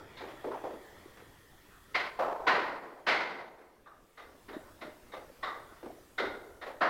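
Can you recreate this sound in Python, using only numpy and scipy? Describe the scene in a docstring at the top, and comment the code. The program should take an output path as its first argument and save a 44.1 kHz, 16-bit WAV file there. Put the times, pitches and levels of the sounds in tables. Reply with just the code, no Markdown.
"""Empty building with a bare floor: hard-soled steps cross it, some near and sharp, some soft and dull. Each
footfall is a burst of sparse random reflections, coloured by sole and slab, with a long echo from bare walls.
Behind them lie shaped noises: the building's murmur, a thin whirr and a low drone, both fading. Small low
knocks, as decaying sines, come from handling and from the first contact of footfalls; the hand-held camera adds
its microphone's hiss, its slow gain control sinks after the loudest steps, and the level dips briefly at times."""
import sys
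import numpy as np
from scipy import signal
from scipy.fft import rfft, irfft
from scipy.io import wavfile
from scipy.ndimage import uniform_filter1d

SR = 44100
rng = np.random.default_rng(int(sys.argv[2]) if len(sys.argv) > 2 else 0)


def makeup_ratio(level_db):
    """Linear amplitude ratio for a level in decibels (20 dB per factor of ten)."""
    decades = np.asarray(level_db, float) / 20
    return 10 ** decades


def digitize_waveform(pressure):
    """Quantize a signal to 16-bit integers and store it at the path in sys.argv[1].

    Rows of a 2-D input are taken as channels; values are limited to [-1, 1].
    """
    field = np.atleast_2d(pressure).T
    bounded = np.clip(field, -1, 1)
    quanta = np.round(bounded * 32767).astype(np.int16)
    wavfile.write(sys.argv[1], SR, quanta)


N = 303849  # length in samples


def evened(x):
    """Scales to rms 1."""
    return x / np.sqrt(np.mean(x ** 2) + 1e-20)


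def read(points, hz):
    """Reads a spectral table on a log-frequency axis."""
    f, value = np.transpose(points)
    return np.interp(np.log(hz + 1), np.log(f + 1), value)


def over_time(points):
    """Reads a dB curve as a gain for every sample."""
    return makeup_ratio(np.interp(np.arange(N) / SR, *np.transpose(points)))


def add(mix, s, sound):
    """Mixes a sound in at time s."""
    part = mix[round(s * SR):][:len(sound)]
    part += sound[:len(part)]


def bump(hz, centre_hz, width_hz):
    """Shape of a resonance, 1 at its centre."""
    return 1 / (1 + (2 * (hz - centre_hz) / width_hz) ** 2)


def noise(colour_db, patchy_db):
    """Random short-time spectra of a given colour, with drifting louder and softer patches; rms 1."""
    hz = np.fft.rfftfreq(2048, 1 / SR)
    real, imaginary, patches = rng.standard_normal((N // 512 + 5, 1025, 3)).T
    patches = uniform_filter1d(patches, size=16, axis=0)  # across frequency
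    patches = evened(uniform_filter1d(patches, size=6, axis=1))  # across time
    gain = makeup_ratio(colour_db(hz)[:, None] + patchy_db * patches)
    sound = signal.istft((real + 1j * imaginary) * gain, nperseg=2048, noverlap=1536)[1]
    return evened(sound[:N])


def fuzzy(lines):
    """Noise inside a few resonances."""
    def colour_db(hz):
        power_or_gain = sum(makeup_ratio(db) * bump(hz, f, width_hz) for f, width_hz, db in lines)
        return 20 * np.log10(power_or_gain)
    return noise(colour_db, patchy_db=.6)


def building_air():
    """Murmur of the building and the outdoors: broad noise, mostly low, at a wandering level."""
    # colour of the murmur: f/Hz, relative level/dB per Hz
    air = [(100, -15), (200, -1), (330, 4), (700, -3), (1300, -2), (2100, -8), (2600, -11.5), (5000, -19),
           (9000, -32.5)]
    # its course: t/s, level/dB
    air_level = [(0, -51), (.4, -56), (1, -58), (1.5, -62.5), (3.6, -59), (4.4, -61), (4.75, -60.5),
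                 (5.75, -59.5), (6.89, -77)]
    return over_time(air_level) * noise(lambda hz: read(air, hz), patchy_db=3.5)


def outdoor_whirr():
    """Thin outdoor whirr, perhaps insects: noise in narrow bands, fading as the windows are left behind."""
    # bands: f/Hz, width/Hz, relative level/dB
    whirr = [(1860, 260, 0), (3350, 320, -8)]
    start_db, fade_db_per_s = -59.5, 5.3
    return makeup_ratio(start_db - fade_db_per_s * np.arange(N) / SR) * fuzzy(whirr)


def far_drone():
    """Far low drone from outside: noise in one low resonance that fades early."""
    # resonance: f/Hz, width/Hz, relative level/dB
    hum = [(99, 84, 0)]
    # its course: t/s, level/dB
    hum_level = [(0, -55), (.5, -68.5), (1.4, -67), (2, -99)]
    return over_time(hum_level) * fuzzy(hum)


def microphone_hiss():
    """Hiss and rumble of the camera's own microphone: steady coloured noise."""
    # colour: f/Hz, relative level/dB per Hz
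    hiss = [(20, 24), (45, 23), (100, 19.5), (170, 13.5), (300, 6.5), (2000, -2), (9000, -2), (15500, -3)]
    return makeup_ratio(-61.5) * noise(lambda hz: read(hiss, hz), patchy_db=2.0)


def knock(peak_db, hz, t60=.025, rise=.004):
    """A soft tap that rings for a few cycles: a sine that swells, then decays (times in s)."""
    t = np.arange(3000) / SR
    envelope = makeup_ratio(peak_db - 60 * (t - rise) / t60) * np.minimum(t / rise, 1)
    return envelope * np.sin(2 * np.pi * hz * t)


def add_knocks(mix):
    """Short knocks, mostly low: some right at the microphone, perhaps fingers shifting on the camera body, some
    the first contact of a footfall."""
    # taps: t/s, level/dB at the envelope's peak, f/Hz
    knocks = [(0.339, -41, 330), (0.987, -50, 358), (1.061, -41.5, 353), (1.224, -48, 459),
              (1.924, -52, 413), (2.193, -27, 738), (2.582, -23.5, 432), (2.829, -49, 540),
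              (2.925, -43.5, 600), (3.0, -49.5, 507), (3.923, -38, 1200), (4.352, -50.5, 590),
              (4.568, -30, 313), (4.882, -39.5, 334), (5.249, -48, 580), (5.301, -47, 537),
              (5.726, -49, 343), (5.905, -39.5, 684), (5.986, -50, 660)]
    for s, peak_db, hz in knocks:
        add(mix, s - .003, knock(peak_db, hz))


def room(colour_db, length, rise, lumps_db, late_db, early):
    """A blow heard through the room: sparse reflections pile up, then die band by band."""
    # echo time at length 1: f/Hz, t60/s
    room_t60 = [(150, 1.58), (400, 1.52), (1040, 0.96), (2760, 0.65), (7280, 0.71)]
    # build-up time at rise 1: f/Hz, time constant/s
    build_up = [(200, 0.015), (1000, 0.013), (5000, 0.013)]

    # one reflection of random sign somewhere in every 10 samples
    place, sign = rng.random((2, SR // 10))
    taps = np.zeros(SR)
    taps[np.arange(SR // 10) * 10 + (place * 10).astype(int)] = np.sign(sign - .5)
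    blow = irfft(rfft(taps) * makeup_ratio(colour_db), SR)
    hz, t, z = signal.stft(blow, SR, nperseg=256, noverlap=192)

    fall_db = -60 * t / (length * read(room_t60, hz)[:, None])
    # farther rooms give back a weaker, slower second tail
    shape = makeup_ratio(fall_db) + makeup_ratio(late_db + 0.17 * fall_db)
    # the nearest walls answer first and strongest
    shape *= 1 + early * np.exp(-t / 0.017)
    shape *= (1 - np.exp(-t / (rise * read(build_up, hz)[:, None]))) ** 2
    # strong wall echoes arrive in bunches
    bunches = evened(uniform_filter1d(rng.standard_normal(len(t)), size=5))
    echo = signal.istft(z * shape * makeup_ratio(lumps_db * bunches), SR, nperseg=256, noverlap=192)[1][:SR]

    echo *= np.minimum(np.arange(SR) / SR / 0.00044, 1)  # soft onset
    echo *= signal.windows.tukey(2 * SR, .5)[SR:]  # smooth end
    return echo / np.sqrt(np.mean(echo[:2000] ** 2))  # rms 1 over the first 45 ms


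def thud(level_db, body_hz, treble_db):
    """A soft footfall: one broad hollow body, steep below, with a trace of grit above."""
    hz = np.arange(SR // 2 + 1)
    colour_db = read([(60, -45), (200, -24), (0.48 * body_hz + 40, -12), (0.95 * body_hz, -2),
                      (body_hz, 0), (1.67 * body_hz, -6),
                      (2000, treble_db), (4500, treble_db - 14), (9000, treble_db - 30)], hz)
    # harder footfalls stir the farther rooms too: the echo grows with level
    length = max(0.22 + 0.075 * (level_db + 40), 0.32)
    return makeup_ratio(level_db) * room(colour_db, length, rise=0.16, lumps_db=2.6, late_db=-19.5, early=0.76)


def add_thuds(mix):
    """Soft, dull footfalls: the heel lands, then the ball of the foot, weaker and lower."""
    # footfalls: t/s, level/dB, body f/Hz, treble level/dB
    thuds = [(0.209, -42.5, 364, -16), (0.278, -50.5, 660, -7), (0.444, -38, 403, -28),
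             (0.513, -42, 760, -21), (0.639, -39.5, 483, -26), (0.705, -47.5, 380, -22),
             (1.172, -59.5, 446, -5.5), (2.193, -29.5, 700, -22.5), (4.198, -52, 394, -10),
             (4.485, -49.5, 327, -29), (4.818, -50.5, 326, -14), (5.138, -45.5, 520, -15.5),
             (5.831, -46, 339, -23), (6.199, -35.5, 406, -23), (6.662, -44.5, 530, -13)]
    roll_s, roll_db, roll_pitch = .028, -3.5, 0.92
    for s, level_db, body_hz, treble_db in thuds:
        add(mix, s - .003, thud(level_db, body_hz, treble_db))
        ball = thud(level_db + roll_db, roll_pitch * body_hz, treble_db)
        add(mix, s - .003 + roll_s, ball)


def step(level_db, ring_hz, edge_db, cupped, heel_share=0.22):
    """A hard step: the slap, tilted by heel and edge, with sole and slab ringing."""
    # colour of the slap: f/Hz, relative level/dB per Hz
    slap = [(59, -62), (100, -22), (447, 1.5), (519, 2), (808, 5.5), (1400, 6), (1520, 7), (1690, 5),
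            (2000, 6), (4560, -9), (8410, -36.5), (15500, -47.5)]
    # slab under the sole: f/Hz, width/Hz, level/dB over the slap
    floor_modes = [(340, 70, 3), (450, 70, 3), (610, 80, 3), (750, 80, 2), (1060, 80, 2), (1320, 80, 2),
                   (1510, 80, 3), (1850, 100, 2), (2060, 110, 3), (4150, 130, 4), (4700, 1200, 3)]
    # a hand cupped by the microphone dips and lifts the treble: f/Hz, width/Hz, level/dB when fully cupped
    cup = [(2620, 860, -11), (3710, 380, 14), (4570, 720, -5.5), (5460, 270, 3)]

    hz = np.arange(SR // 2 + 1)
    heel_db = heel_share * (level_db + 39)  # a harder step drives more low thump into the slab
    tilt = [(200, heel_db), (450, 0.031), (1300, 0), (2000, 0.69 * edge_db), (3500, edge_db),
            (5500, 0.94 * edge_db), (10000, 0.91 * edge_db + 4)]
    colour_db = read(slap, hz) + read(tilt, hz)

    colour_db += (5 + 9 * cupped) * bump(hz, ring_hz, 90)
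    # upper ring of the sole climbs when its edge strikes
    sole_hz = 2020 + 47 * np.clip(edge_db, -6, 6)
    colour_db += (5 + 4 * cupped) * bump(hz, sole_hz, 200)
    colour_db += sum(db * bump(hz, f, width_hz) for f, width_hz, db in floor_modes)
    colour_db += sum(np.clip(cupped, 0, 1) * db * bump(hz, f, width_hz) for f, width_hz, db in cup)

    # harder steps stir the farther rooms too: the echo grows with level
    length = 0.71 + 0.0236 * (level_db + 40)
    return makeup_ratio(level_db) * room(colour_db, length, rise=0.55, lumps_db=1.32, late_db=-70, early=1.4)


def add_steps(mix):
    """Slaps of a hard sole on the bare floor, near and far in level."""
    # steps: t/s, level/dB, ring f/Hz, edge level/dB, cupping of the microphone (0-1)
    steps = [(.173, -47.5, 1010, 11, 0.6), (1.950, -29, 1040, 3, 0), (2.473, -21.5, 997, -3, 0),
             (3.072, -20.5, 943, 2, 0.06), (3.865, -45.5, 1187, -10, 0.93), (4.179, -46.5, 1175, 0.5, 0.65),
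             (4.487, -50, 1040, -2, 0.05), (4.533, -48, 625, -4, 0.9), (4.816, -46, 610, 1, 0.62),
             (5.124, -49.5, 1188, 3, 1), (5.433, -36.5, 1119, -1.5, 0.87), (5.463, -41, 1197, -11, 1),
             (6.185, -33, 1440, 1.5, 0.7), (6.619, -43, 590, -3, 0.51), (6.814, -25, 626, -9.5, 0.01)]
    for s, level_db, ring_hz, edge_db, cupped in steps:
        add(mix, s - .008, step(level_db, ring_hz, edge_db, cupped))


def level_dips(edge_s=.006):
    """Gain that drops quickly, stays down a moment and returns."""
    # brief dips: start t/s, length/s, level/dB
    dips = [(0.591, .045, -1.5), (0.772, 0.11, -2), (2.099, 0.093, -5.5), (2.793, 0.032, -4),
            (3.413, .05, -1), (3.489, 0.098, -4), (6.374, 0.12, -1.5)]
    t = np.arange(N) / SR
    total_db = 0
    for s, length, db in dips:
        total_db = total_db + db * np.clip(np.minimum(t - s, s + length - t) / edge_s, 0, 1)
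    return makeup_ratio(total_db)


def scene():
    """Knocks, soft footfalls and hard steps over the background."""
    mix = building_air() + outdoor_whirr() + far_drone()
    add_knocks(mix)
    add_thuds(mix)
    add_steps(mix)
    return (mix * level_dips())[None]


def gain_control(x, knee_db=-34, share=.7, hold_s=.75, sink_s=.7, climb_db_per_s=14, start_db=-5.5):
    """Gain that sinks slowly after loud sound, waits, then climbs back at a limited rate."""
    hop = SR // 100  # 100 gain values per second
    level_db = 10 * np.log10(uniform_filter1d(x ** 2, size=4 * hop)[::hop].clip(1e-12))
    padded = np.concatenate([np.full(200, -99.), level_db])  # quiet before the start
    gain_db = [start_db]
    for k in range(200, len(padded)):
        loudest_db = padded[k - int(hold_s * 100):k + 1].max()
        goal_db = -share * max(loudest_db - knee_db, 0)
        gap_db = goal_db - gain_db[-1]
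        move_db = gap_db / (100 * sink_s) if gap_db < 0 else min(gap_db, climb_db_per_s / 100)
        gain_db.append(gain_db[-1] + move_db)
    return makeup_ratio(np.interp(np.arange(N), np.arange(len(gain_db)) * hop, gain_db))


def band_limit(x):
    """A steep low-pass at the top of the band."""
    return signal.sosfilt(signal.butter(12, 15900, fs=SR, output="sos"), x)


def record(dry):
    """The camera adds its microphone hiss, then rides the gain of everything."""
    heard = dry + microphone_hiss()
    finished = heard * gain_control(heard[0])
    return band_limit(finished)


dry = scene()
out = record(dry)
digitize_waveform(out)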